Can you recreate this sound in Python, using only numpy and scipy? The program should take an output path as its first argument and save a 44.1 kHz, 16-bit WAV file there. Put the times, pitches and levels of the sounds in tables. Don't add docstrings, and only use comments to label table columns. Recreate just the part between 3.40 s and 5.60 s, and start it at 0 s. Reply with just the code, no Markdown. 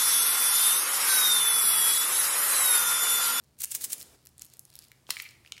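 import sys
import numpy as np
from scipy import signal
from scipy.io import wavfile
from scipy.ndimage import uniform_filter1d

SR = 44100
rng = np.random.default_rng(int(sys.argv[2]) if len(sys.argv) > 2 else 0)


def digitize_waveform(pressure):
    field = np.atleast_2d(pressure).T
    bounded = np.clip(field, -1, 1)
    quanta = np.round(bounded * 32767).astype(np.int16)
    wavfile.write(sys.argv[1], SR, quanta)


N = 97020
TIME = np.arange(N) / SR
HIT_TIME = TIME[:SR // 25]
BAND_EDGES = 20 * 2 ** (np.arange(30) / 3)


def amp(db):
    return 10 ** (np.asarray(db) / 20)


def unit(x):
    return x / np.sqrt(np.mean(x ** 2) + 1e-30)


def at_hz(points, hz):
    f, v = np.transpose(points)
    return np.interp(np.log(hz), np.log(f), v)


def level(points):
    return amp(np.interp(TIME, *np.transpose(points)))


def low_cut(x, hz):
    return signal.sosfilt(signal.butter(2, hz, "high", fs=SR, output="sos"), x)


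def band_pass(x, low, high):
    return signal.sosfilt(signal.butter(2, [low, high], "band", fs=SR, output="sos"), x)


def bands(source):
    total = 0
    for low, high in zip(BAND_EDGES, BAND_EDGES[1:]):
        centre = np.sqrt(low * high)
        total = total + band_pass(source(centre) + 1e-18, low, high)
    return total


def noise(spectrum):
    return unit(bands(lambda hz: amp(at_hz(spectrum, hz)) * rng.standard_normal(N)))


GRAIN_COLOUR_DB = 5


def grains(spectrum, per_s, spread_db, size):
    happens = rng.random(N) < per_s / SR
    strength = amp(spread_db * np.minimum(rng.exponential(1, N), 4))
    clicks = happens * strength
    clicks = clicks / np.sqrt(np.abs(uniform_filter1d(clicks ** 2, size)) + 1e-4)

    def coloured(hz):
        colour = GRAIN_COLOUR_DB * (2 * rng.random(N) - 1)
        sign = np.sign(rng.standard_normal(N))
        return amp(at_hz(spectrum, hz) + colour) * clicks * sign
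    return unit(bands(coloured))


def ring(modes):
    total = np.zeros(len(HIT_TIME))
    for hz, db, t60 in modes:
        if hz < SR / 2:
            sign = np.sign(rng.standard_normal())
            fading = amp(db - 60 * HIT_TIME / t60)
            total += sign * fading * np.sin(2 * np.pi * hz * HIT_TIME)
    return total


CRACK_RISE_S, CRACK_FALL_S = 0.0001, 0.001


def crack(hz):
    shape = np.exp(-HIT_TIME / CRACK_FALL_S) * (1 - np.exp(-HIT_TIME / CRACK_RISE_S))
    burst = rng.standard_normal(len(HIT_TIME)) * shape
    return unit(band_pass(burst, hz * 0.41, min(hz * 1.46, 0.4 * SR)))


def add(out, s, db, hit):
    i = int(s * SR)
    hit = amp(db) * hit * np.sqrt(SR / 1000 / np.sum(hit ** 2))
    out[i:i + len(hit)] += hit[:N - i]


# frequency in Hz, strength in dB per Hz.
ROOM_TONE_COLOUR = [(22, -46), (40, -19), (60, 5), (90, 3.5), (170, -2.5), (300, -6.5), (600, -14.5),
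                    (1500, -21), (4000, -31), (9000, -34.5), (15500, -40)]
ROOM_TONE_DB, HUM_HZ, HUM_DB = -67, 129.7, -72.5


def room_tone():
    hum = amp(HUM_DB) * np.sqrt(2) * np.sin(2 * np.pi * HUM_HZ * TIME)
    return amp(ROOM_TONE_DB) * noise(ROOM_TONE_COLOUR) + hum


# frequency in Hz, level in dB.
ROOM_LEVEL = [(200, -13.5), (1000, -11.5), (2300, -8), (4500, -12.5), (8000, -14.5), (15000, -14)]
# frequency in Hz, time to fall by 60 dB in seconds.
ROOM_T60 = [(200, 0.41), (2500, 0.56), (7000, 0.55), (15000, 0.3)]
ROOM_DELAY_S = 0.0036


def room(x):
    t = TIME[:SR * 3 // 4]

    def tail(hz):
        decay = amp(-60 * t / at_hz(ROOM_T60, hz)) * (t > ROOM_DELAY_S)
        decay = decay / np.linalg.norm(decay)
        return amp(at_hz(ROOM_LEVEL, hz)) * decay * rng.standard_normal(len(t))
    return signal.fftconvolve(x, bands(tail))[:N]


# time in seconds, level in dB.
SLIDE = [(0, -78), (.18, -78), (.33, -71), (.40, -59), (.50, -61), (.62, -59), (.68, -60.5), (.75, -59.5),
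         (.775, -76), (2.2, -68)]
# frequency in Hz, strength in dB per Hz.
SKIN_COLOUR = [(100, 6), (250, 11.5), (500, 8.5), (1000, 2), (2500, -4), (8500, -1), (15500, -7)]


def sliding_fingers():
    return level(SLIDE) * noise(SKIN_COLOUR)


# time in seconds, level in dB.
STRAIN = [(0, -75), (.18, -75.5), (.83, -71), (.88, -73.5), (.96, -77), (1.02, -58.5), (1.085, -72.5),
          (1.135, -62), (1.22, -81), (1.31, -65.5), (1.375, -62), (1.44, -59), (1.49, -71), (1.66, -78.5),
          (1.70, -48), (1.712, -40.5), (1.73, -50), (1.80, -50.5), (1.88, -61.5), (2.03, -79.5),
          (2.075, -63), (2.11, -75), (2.2, -69)]
# frequency in Hz, strength in dB per Hz.
CRACKLE_COLOUR = [(300, -18), (1200, -8), (3000, -4), (5200, 2.5), (6400, -11), (8000, 2), (11000, -11),
                  (13000, -4), (15500, -10)]
CRACKLES_PER_S, CRACKLE_SPREAD_DB = 900, 0.5


def strained_cap():
    return level(STRAIN) * grains(CRACKLE_COLOUR, CRACKLES_PER_S, CRACKLE_SPREAD_DB, size=900)


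# frequency in Hz, level in dB,
# time to fall by 60 dB in seconds.
POP_MODES = [(280, -4, 0.0058), (620, -13.5, 0.0048), (1060, 0.5, 0.0028), (2400, -7, 0.0033)]
POP_S, POP_DB = 1.6921, -36
POP_LOW_HZ, POP_TOP_HZ = 172, 5000


def seal_pop():
    out = np.zeros(N)
    pop = low_cut(ring(POP_MODES), POP_LOW_HZ)
    dull = signal.sosfilt(signal.butter(2, POP_TOP_HZ, fs=SR, output="sos"), pop)
    add(out, POP_S, POP_DB, dull)
    return out


# start in seconds, level in dB before the bass
# is taken away, pitch in Hz, tilt of the overtones above the pitch in dB per octave.
KNOCKS = [(1.5171, -43, 2190, -2.5), (1.668, -50, 3230, -2), (1.702, -40, 3170, -4),
          (1.7050, -30.5, 1207, 2), (1.7064, -27.5, 2120, 5), (1.7102, -36, 2020, 4),
          (1.7684, -26.5, 2250, -6), (1.7989, -31.5, 2164, -5), (1.8002, -27, 2310, 0),
          (1.829, -42, 2420, -6), (1.8519, -44, 2470, -16), (1.8547, -38.5, 2330, -14),
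          (1.858, -41, 2350, -11), (1.862, -38.5, 2220, -4), (1.866, -41, 2170, -8),
          (2.0487, -47.5, 1900, 0), (2.0614, -44.5, 2500, -1.5), (2.075, -47, 2800, 1),
          (2.1213, -32, 3075, -1), (2.1211, -45.5, 1280, -2), (2.1219, -36.5, 2290, 1.5),
          (2.1668, -44, 2400, 0), (2.1788, -40.5, 2340, -1.5), (2.1811, -43.5, 2250, 4.5)]
# ratio to the pitch, level in dB,
# time to fall by 60 dB in seconds.
HOLLOW_MODES = [(.58, -16.5, 0.0053), (.89, -11, 0.0074), (1, -4, 0.0086), (1.27, -6.5, 0.0056),
                (1.85, -9, 0.0062), (2.4, -13, 0.0038), (3.35, -12.5, 0.0039), (5.1, -16, 0.0034)]
KNOCK_RISE_S = 0.00031
KNOCK_CRACK_DB = -10
KNOCK_LOW_HZ = 1330


def cap_knocks():
    out = np.zeros(N)
    swell = 1 - np.exp(-HIT_TIME / KNOCK_RISE_S)
    for s, db, pitch, tilt in KNOCKS:
        modes = [(pitch * ratio, mode_db + tilt * max(np.log2(ratio), 0), t60)
                 for ratio, mode_db, t60 in HOLLOW_MODES]
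        contact = amp(KNOCK_CRACK_DB + 2 * tilt) * crack(2 * pitch)
        add(out, s, db, unit(swell * ring(modes)) + contact)
    return low_cut(out, KNOCK_LOW_HZ)


# start in seconds, level in dB before the bass
# is taken away, brightest frequency in Hz, width around it in octaves.
TICKS = [(0.038, -57.5, 8000, 1.5), (0.044, -59.5, 8000, 1.5), (0.2048, -33, 8440, 0.45),
         (.2195, -24.5, 11000, 0.56), (.2455, -21.5, 9250, 0.27), (0.2556, -31.5, 9000, 0.51),
         (0.3075, -37, 9000, 0.6), (0.3498, -22, 11100, 0.7), (0.4117, -33, 7000, 2.3),
         (0.4413, -23.5, 11000, 0.65), (.5018, -39, 9000, .8), (0.5046, -36.5, 9000, .9),
         (0.531, -19.5, 9600, 0.44), (0.613, -36, 5500, 0.89), (.6200, -39, 12000, 2.7),
         (0.628, -35.5, 9000, 1.5), (.8537, -47.5, 11800, 1.1), (.8600, -46.5, 11000, 1.4),
         (.8706, -40.5, 6800, 1.3), (0.8905, -54.5, 8950, 0.9), (0.981, -43, 9150, 0.23),
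         (0.9947, -40, 8040, 0.14), (1.0202, -30.5, 8200, 0.48), (1.0130, -47, 8000, .6),
         (1.0173, -43.5, 8200, 0.55), (1.0317, -49, 10000, 0.67), (1.0651, -48, 9000, .6),
         (1.0478, -43, 9000, 0.6), (1.0533, -44, 10100, 0.51), (1.1003, -52, 7850, 1.2),
         (1.1368, -45, 8000, 0.81), (1.139, -48, 10000, 1.4), (1.1695, -49, 9000, 1.1),
         (1.1939, -33.5, 10500, .6), (1.2522, -43, 8400, 0.55), (1.3021, -48.5, 9950, 1.9),
         (1.3389, -50, 7000, 1.6), (1.3545, -43, 5500, 0.34), (1.3548, -37, 10400, 0.18),
         (1.365, -45.5, 13000, 0.52), (1.3898, -42.5, 5230, 0.36), (1.3901, -37.5, 10100, 0.22),
         (1.4228, -48, 6500, 0.77), (1.4405, -50, 8000, 1.2), (1.443, -52, 11000, .9),
         (1.484, -52, 7000, 1.9), (1.5173, -48.5, 13000, 1.3), (1.7049, -19, 3900, 0.74),
         (1.7068, -19.5, 8500, 1.6), (1.7100, -31.5, 7000, 1.6), (1.7122, -39, 9000, 1.3),
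         (1.788, -43, 7500, 0.18), (1.8035, -40, 7700, 0.22), (1.821, -34.5, 11400, 0.12),
         (1.824, -35, 14400, 0.11), (1.8410, -46, 11500, 0.42), (1.8897, -43.5, 4670, 0.43),
         (1.909, -49.5, 6940, 0.61), (2.1210, -35.5, 7200, 0.22), (2.1216, -32.5, 5200, 0.31)]
# frequency in Hz, level in dB, time to fall by 60 dB in seconds.
SHELL_MODES = [(1120, -2, 0.0025), (2080, -7.5, 0.0087), (2980, -6.5, 0.0063), (4220, -3, 0.0088),
               (5396, 1, 0.0045), (6890, -5.5, 0.0066), (7810, -2, 0.0045), (8950, 0, 0.0042),
               (10040, -3.5, 0.0056), (11300, 3.5, 0.0036), (12500, 3, 0.002), (14300, 9, 0.0014)]
TICK_CRACK_DB = -8.5
TICK_LOW_HZ = 1070


def shell_ticks():
    out = np.zeros(N)
    for s, db, bright, width in TICKS:
        modes = []
        for hz, mode_db, t60 in SHELL_MODES:
            distance = np.log2(hz / bright) / width
            modes.append((hz, mode_db - 20 * np.log10(1 + distance ** 2), t60))
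        add(out, s, db, unit(ring(modes)) + amp(TICK_CRACK_DB) * crack(bright))
    return low_cut(out, TICK_LOW_HZ)


# peak time in seconds, level in dB, rise in seconds, fall in seconds.
SURGES = [(0.189, -50, 0.0033, .008), (.207, -34, 0.0046, 0.0094), (0.218, -32.5, .003, 0.0033),
          (0.2403, -25, 0.006, 0.0038), (.319, -30.5, 0.0067, 0.0084), (.3515, -26, .005, 0.0091),
          (.419, -34, 0.0088, 0.0078), (0.4463, -27, 0.0085, 0.0071), (0.505, -36, 0.0064, 0.011),
          (.523, -31, 0.0044, 0.0034), (0.5315, -29, 0.0051, 0.0069), (.582, -41.5, .002, .003),
          (0.605, -40, 0.0079, .005), (.622, -46.5, .007, .005)]
# frequency in Hz, strength in dB per Hz.
RATTLE_COLOUR = [(200, -26), (700, -24.5), (1200, -21), (2200, -12), (4000, -9.5), (6000, -5.5), (8500, 1),
                 (11000, -3), (15500, -4.5)]
PIECES_PER_S, PIECE_SPREAD_DB = 3600, 5


def rattle():
    power = np.zeros(N)
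    for s, db, rise, fall in SURGES:
        away = np.maximum((s - TIME) / rise, (TIME - s) / fall)
        power += (amp(db) * np.exp(-away)) ** 2
    return np.sqrt(power) * grains(RATTLE_COLOUR, PIECES_PER_S, PIECE_SPREAD_DB, size=130)


KNOCK_ROOM_DB = 0.5


def scene():
    shell = rattle() + shell_ticks() + sliding_fingers() + strained_cap()
    knocks = cap_knocks() + seal_pop()
    echoes = room(shell + amp(KNOCK_ROOM_DB) * knocks)
    return (shell + knocks + echoes + room_tone())[None]


MIC_LOW_HZ, CUTOFF_HZ = 38, 16000


def record(dry):
    steep = signal.ellip(10, 0.2, 80, CUTOFF_HZ, fs=SR, output="sos")
    return signal.sosfilt(steep, low_cut(dry, MIC_LOW_HZ))


dry = scene()
out = record(dry)
digitize_waveform(out)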